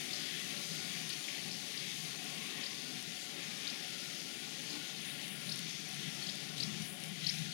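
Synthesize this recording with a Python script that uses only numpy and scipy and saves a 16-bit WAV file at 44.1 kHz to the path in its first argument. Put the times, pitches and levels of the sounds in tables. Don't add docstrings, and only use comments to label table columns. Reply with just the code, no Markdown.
import sys
import numpy as np
from scipy import signal
from scipy.fft import rfft, irfft, next_fast_len
from scipy.io import wavfile

SR = 44100
rng = np.random.default_rng(int(sys.argv[2]) if len(sys.argv) > 2 else 0)


def store_pcm(level_fs):
    pcm = np.round(np.clip(level_fs, -1, 1) * 32767).astype(np.int16)
    wavfile.write(sys.argv[1], SR, np.atleast_2d(pcm).T)


N = 332073

# t/s, relative level/dB
FAR_WIND = [(0.0, -59), (0.04, -58.5), (2.03, -63), (2.47, -56.5), (2.75, -60.5), (2.89, -60), (3.21, -64),
            (3.38, -56), (3.44, -62.5), (3.73, -58.5), (3.96, -61), (4.7, -60.5), (4.74, -56),
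            (4.82, -62.5), (6.54, -61), (6.58, -60.5), (7.42, -66), (7.53, -66)]


def from_db(db):
    return 10 ** (np.asarray(db) / 20)


def rms_one(x):
    return x / np.sqrt(np.mean(x ** 2) + 1e-20)


def envelope(points):
    times, values = np.transpose(points)
    return np.interp(np.arange(N) / SR, times, values)


def swell(middle, length):
    return np.cos(np.pi * np.clip((np.arange(N) / SR - middle) / length, -.5, .5)) ** 2


def drift(rate_hz):
    hop, settle = 40, 2000
    r = np.exp(-2 * np.pi * rate_hz * hop / SR)
    noise = rng.standard_normal(N // hop + settle + 2)
    slow = signal.lfilter([1], [1, -2 * r, r * r], noise)[settle:]
    return np.interp(np.arange(N) / hop, np.arange(len(slow)), rms_one(slow))


def colour(x, spectrum):
    size = next_fast_len(N)
    log_hz = np.log(np.maximum(np.arange(size // 2 + 1) * SR / size, 1))
    points_hz, points_db = np.transpose(spectrum)
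    beyond = np.abs(log_hz - np.clip(log_hz, np.log(points_hz[0]), np.log(points_hz[-1])))
    gain = from_db(np.interp(log_hz, np.log(points_hz), points_db)) * np.exp(-2 * np.pi * beyond)
    return rms_one(irfft(rfft(x, size) * gain, size)[:N])


def coloured_noise(spectrum):
    return colour(rng.standard_normal(N), spectrum)


def resonate(x, hz, width):
    r = np.exp(-np.pi * width / SR)
    feedback = [1, -2 * r * np.cos(2 * np.pi * hz / SR), r * r]
    return signal.lfilter(np.array([1, 0, -1]) * (1 - r * r) / 2, feedback, x + 1e-18)


def touches(per_s, spread_db=4.5, clump_db=3.0):
    hits = rng.random(N) < per_s * from_db(clump_db * drift(10)) / SR
    sizes = from_db(spread_db * np.minimum(rng.exponential(1, N), 4))
    return rms_one(hits * sizes * rng.choice([-1, 1], N))


def foliage(spectrum, near_db, per_s, flutter_db):
    far = rng.standard_normal(N) * from_db(flutter_db * drift(3.4))
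    near = from_db(near_db) * touches(per_s)
    return colour(far + near, spectrum)


def patches(x, depth_db, bands=20):
    size = next_fast_len(N)
    spectrum, hz = rfft(x, size), np.arange(size // 2 + 1) * SR / size
    centres_hz = np.geomspace(1700, 9000, bands)
    out = np.zeros(N)
    for share in np.eye(bands):
        band = irfft(spectrum * np.interp(hz, centres_hz, share), size)[:N]
        out += band * from_db(depth_db * drift(3))
    return rms_one(out)


def leaves(hiss_fade_db_per_s=0.15, sizzle_fade_db_per_s=0.48):
    # t/s, relative level/dB
    breeze = [(0.0, -49.5), (2.56, -50.5), (3.26, -51.5), (3.59, -51), (5.19, -51.5), (5.23, -49.5),
              (5.49, -52), (6.24, -49.5), (6.56, -52.5), (6.58, -49), (6.68, -51.5), (6.85, -50)]
    # f/Hz, relative level/dB
    rustle_eq = [(1550, -14), (1620, -5), (1720, -3), (2100, 0.4), (2700, 0.5), (3200, 1), (3550, 0.5),
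                 (3900, -2.5), (4500, -66)]
    hiss_eq = [(3300, -6), (3900, -2), (4400, 0), (4900, -1), (5600, -3.5), (6400, -3), (7200, -10.5),
               (8200, -16), (9500, -17.5)]
    sizzle_eq = [(6800, -7), (8400, -6), (9400, -1.5), (10300, -1), (11500, -6.5), (13000, -11),
                 (15800, -14.5)]
    # middle t/s, length/s, rustle cut/dB, hiss cut/dB
    dips = [(5.137, 0.26, 0.5, 2.5), (5.328, 0.23, 0.5, 7.5), (6.941, 0.27, 6.5, 9), (7.104, 0.27, 3, 4.5)]
    t = np.arange(N) / SR
    breeze_db = envelope(breeze)
    rustle_db = breeze_db + 7
    hiss_db = breeze_db + 7.5 - hiss_fade_db_per_s * t
    sizzle_db = breeze_db + 1.26 - sizzle_fade_db_per_s * t
    for middle, length, rustle_cut_db, hiss_cut_db in dips:
        rustle_db -= rustle_cut_db * swell(middle, length)
        hiss_db -= hiss_cut_db * swell(middle, length)
    broad = foliage(rustle_eq, near_db=-6.5, per_s=1500, flutter_db=1.15)
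    small = foliage(hiss_eq, near_db=-5.5, per_s=1900, flutter_db=0.34)
    rustle = from_db(rustle_db) * patches(broad, depth_db=1.0)
    hiss = from_db(hiss_db) * patches(small, depth_db=1.3)
    sizzle = from_db(sizzle_db) * foliage(sizzle_eq, near_db=-6.5, per_s=2000, flutter_db=0.8)
    return rustle + hiss + sizzle


def air(buffet_db=8.0, deep_db=2, deepen=0.62, rush_db=8.5, lumps_db=1.5, floor_db=-73):
    # t/s, relative level/dB
    gusts = [(0.0, -60.5), (1.17, -57), (1.23, -71), (1.45, -56), (1.75, -63.5), (1.85, -59), (2.1, -59.5),
             (3.08, -59.5), (3.2, -67), (3.54, -58.5), (3.61, -63.5), (4.7, -58), (4.74, -64), (5.22, -58),
             (5.42, -55.5), (5.66, -56.5), (5.77, -61.5), (6.1, -50), (6.14, -57), (6.48, -55),
             (6.8, -47.5), (6.92, -58.5), (7.53, -50)]
    # f/Hz, relative level/dB
    buffet_eq = [(50, -36), (75, -25.5), (100, -19.5), (118, -20.5), (138, -4.5), (163, 1), (182, -3),
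                 (210, -2.5), (240, -16.5), (400, -24)]
    deep_eq = [(95, -27), (132, 5.5), (155, 1.5)]
    rush_eq = [(110, -32), (200, -2), (260, 1), (330, -3), (400, -6), (440, -3), (490, -15), (700, -32),
               (1000, -16.5)]
    floor_eq = [(20, -2), (50, -5.5), (80, -5), (110, 9), (160, -26)]
    gust_db = envelope(gusts)
    lull_db = gust_db.max() - gust_db
    buffet = from_db(gust_db + buffet_db) * coloured_noise(buffet_eq)
    deep = from_db(gust_db + deep_db - deepen * lull_db) * coloured_noise(deep_eq)
    rush = from_db(envelope(FAR_WIND) + rush_db) * coloured_noise(rush_eq)
    lumps = from_db(lumps_db * drift(17.0))
    return (buffet + deep) * lumps + rush + from_db(floor_db) * coloured_noise(floor_eq)


def far_murmur(level_db=-55.0, follow=0.45, waver_db=2.5):
    # f/Hz, width/Hz, relative level/dB
    resonances = [(572, 79, -1.5), (736, 106, -1), (832, 70, -6.5), (1103, 103, -6), (1233, 50, -6),
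                  (1379, 93, -3.5), (1463, 75, -3)]
    murmur = np.zeros(N)
    for hz, width, db in resonances:
        band = signal.butter(2, [hz - width / 2, hz + width / 2], "band", fs=SR, output="sos")
        murmur += from_db(db + waver_db * drift(3.2)) * signal.sosfilt(band, rng.standard_normal(N))
    wind_db = envelope(FAR_WIND)
    return from_db(level_db + follow * (wind_db - wind_db.mean())) * rms_one(murmur)


def far_hum(waver_db=1.5, wander_hz=1.5):
    # f/Hz, rms level/dB
    partials = [(363.5, -68), (727, -67.5)]
    hum = np.zeros(N)
    for hz, db in partials:
        gain = np.sqrt(2) * from_db(db + waver_db * drift(1.3))
        phase = 2 * np.pi * np.cumsum(hz + wander_hz * drift(1.95)) / SR
        hum += gain * np.sin(phase)
    return hum


def sweeps(calls, lead_ahead_s=0.022, second_after_s=0.0245):
    for start, db, top_hz, lead_db, stress_db, second_db in calls:
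        yield start - lead_ahead_s, db + lead_db, top_hz * .77, .012, 0
        yield start, db, top_hz, .0155, stress_db
        yield start + second_after_s, db + second_db, top_hz * 1.04, .018, stress_db


def bird(gain_db=3.5, reedy_below_hz=1600, pure_above_hz=4120, facing_away=0.32):
    # first full sweep t/s, relative level/dB, its top f/Hz, lead-in offset/dB,
    # stress on the top of a sweep/dB, second sweep offset/dB
    calls = [(0.125, -35, 5410, -2, 3, -4), (1.096, -37.5, 5400, -22, -1, -4),
             (1.505, -40.5, 5600, -6, 4, -6), (1.766, -36.5, 5230, -22, 2, -4),
             (2.629, -37.5, 5250, -2, .5, -0.5), (3.665, -35, 5050, -5, 2, -1),
             (4.695, -40.5, 5400, -5, 0, -1), (5.486, -35.5, 5370, -11, 0, 0),
             (6.26, -37.5, 5190, -12, 3, 0.5), (6.597, -31, 5270, -8, 0, 0),
             (7.260, -27, 5570, -9, 1, -1.5)]
    contour = [(0, .5, 0), (.1, .51, .15), (.24, .57, .3), (.36, .73, .85), (.55, .82, 1.05), (.68, .9, .8),
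               (.82, 1, .8), (.91, .94, .65), (1, .76, .25)]
    along, pitch, amplitude = np.transpose(contour)
    usual_db = np.mean([db for _, db, *_ in calls])
    jitter = 1 + .035 * drift(350)
    roughness = from_db(2 * drift(400))
    direct, send = np.zeros((2, N))
    for start, db, top_hz, length, stress_db in sweeps(calls):
        at = int(start * SR) + np.arange(int(length * SR))
        progress = np.linspace(0, 1, len(at))
        hz = top_hz * np.interp(progress, along, pitch) * jitter[at]
        phase = 2 * np.pi * np.cumsum(hz) / SR
        reedy = np.interp(hz, [reedy_below_hz, pure_above_hz], [1, 0])
        whistle = np.sin(phase) + reedy * np.sin(2 * phase)
        tilt_db = stress_db * np.interp(hz / top_hz, [.75, 1], [-1, .5])
        shape = np.interp(progress, along, amplitude) * roughness[at]
        note = from_db(db + gain_db + tilt_db) * shape * whistle
        direct[at] += note
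        send[at] += from_db(facing_away * (usual_db - db)) * note
    return direct, send


def outdoors(direct, send, ground_db=-11, ground_s=0.0047, trees_db=-5.5, rise_s=0.0058, t60_s=0.26):
    ground = from_db(ground_db) * np.interp(np.arange(N) - ground_s * SR, np.arange(N), direct)
    t = np.arange(SR // 2) / SR
    tail = rng.standard_normal(len(t)) * np.minimum(t / rise_s, 1) * from_db(-60 * t / t60_s)
    trees = from_db(trees_db) * signal.fftconvolve(send, tail / np.linalg.norm(tail))[:N]
    return direct + ground + trees


def far_birds():
    # t/s, length/s, start f/Hz, end f/Hz, peak level/dB
    peeps = [(0.56, 0.027, 3800, 4500, -41), (1.237, 0.017, 3760, 3100, -40),
             (1.281, 0.0076, 2480, 2080, -35), (3.18, .085, 7340, 7650, -51), (3.415, .06, 6700, 6350, -49),
             (5.101, 0.01, 3900, 3650, -40), (5.691, 0.0091, 5930, 6600, -40),
             (6.222, 0.016, 4480, 4250, -35.5), (6.238, .012, 3940, 2680, -41),
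             (6.287, 0.0098, 2870, 4070, -34.5)]
    out = np.zeros(N)
    quaver = 1 + .025 * drift(200)
    for start, length, from_hz, to_hz, db in peeps:
        at = int(start * SR) + np.arange(int(length * SR))
        phase = 2 * np.pi * np.cumsum(np.linspace(from_hz, to_hz, len(at)) * quaver[at]) / SR
        out[at] += from_db(db) * signal.windows.tukey(len(at), .5) * np.sin(phase)
    return out


def drone(wander_hz=1.98, waver_db=1.6, rate_hz=7):
    # middle t/s, length/s, f/Hz, rms level at the crest/dB
    swells = [(0.68, 0.23, 168.3, -49), (1.03, 0.63, 166, -52), (1.486, .25, 258, -56),
              (1.856, .25, 177, -55), (2.92, .3, 251.4, -53), (4.752, 0.19, 295, -51), (5.56, .5, 165, -48),
              (6.733, 0.39, 156, -47), (7.363, 0.48, 157.1, -45)]
    wander = wander_hz * drift(rate_hz)
    tones = np.zeros(N)
    for middle, length, hz, db in swells:
        phase = 2 * np.pi * (np.cumsum(hz + wander) / SR + rng.random())
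        tones += from_db(db) * swell(middle, length) * np.sin(phase)
    return np.sqrt(2) * from_db(waver_db * drift(rate_hz)) * tones


def stems(gain_db=14.0, snap_s=0.0012, soft_hz=12500):
    # t/s, relative peak level/dB
    ticks = [(1.0923, -38.5), (1.4814, -46), (2.2433, -44), (3.025, -44), (5.2809, -45), (5.559, -41),
             (5.5763, -44), (5.592, -38.5), (5.8904, -47), (5.9279, -46), (5.9444, -43), (6.237, -46),
             (6.356, -43.5), (6.8209, -41), (7.002, -49), (7.0374, -41.5)]
    # f/Hz, width/Hz, relative level/dB
    modes = [(3300, 1500, -8), (5950, 980, -8), (9250, 910, -2)]
    out = np.zeros(N)
    t = np.arange(SR // 100) / SR
    soften = signal.butter(2, soft_hz, fs=SR, output="sos")
    for start, db in ticks:
        snap = signal.sosfilt(soften, rng.standard_normal(len(t)) * np.exp(-t / snap_s))
        tick = sum(from_db(mode_db) * resonate(snap, hz, width) for hz, width, mode_db in modes)
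        out[int(start * SR) + np.arange(len(t))] += from_db(db + gain_db) * tick / np.abs(tick).max()
    return out


def near_grass():
    # middle t/s, length/s, rms level at the crest/dB
    brushes = [(5.09, 0.29, -47.5), (5.316, 0.27, -48.5), (5.486, 0.26, -50), (5.936, 0.11, -67),
               (6.623, 0.11, -60), (6.892, 0.23, -46), (7.05, 0.16, -51), (7.347, 0.32, -51.5)]
    # f/Hz, relative level/dB
    grass_eq = [(7500, -13), (9400, 2), (10400, 3.5), (11800, -6.5), (13200, -11), (15800, -11)]
    brushing = sum(from_db(db) * swell(middle, length) for middle, length, db in brushes)
    return brushing * foliage(grass_eq, near_db=-2, per_s=3000, flutter_db=1.0)


def scene():
    direct, send = bird()
    peeps = far_birds()
    birds = outdoors(direct + peeps, send + peeps)
    ambience = leaves() + near_grass() + air() + drone() + far_murmur() + far_hum()
    return np.array([ambience + birds + stems(), np.zeros(N)])


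def record(dry, cutoff_hz=15850):
    return signal.sosfilt(signal.ellip(12, .1, 80, cutoff_hz, fs=SR, output="sos"), dry)


dry = scene()
out = record(dry)
store_pcm(out)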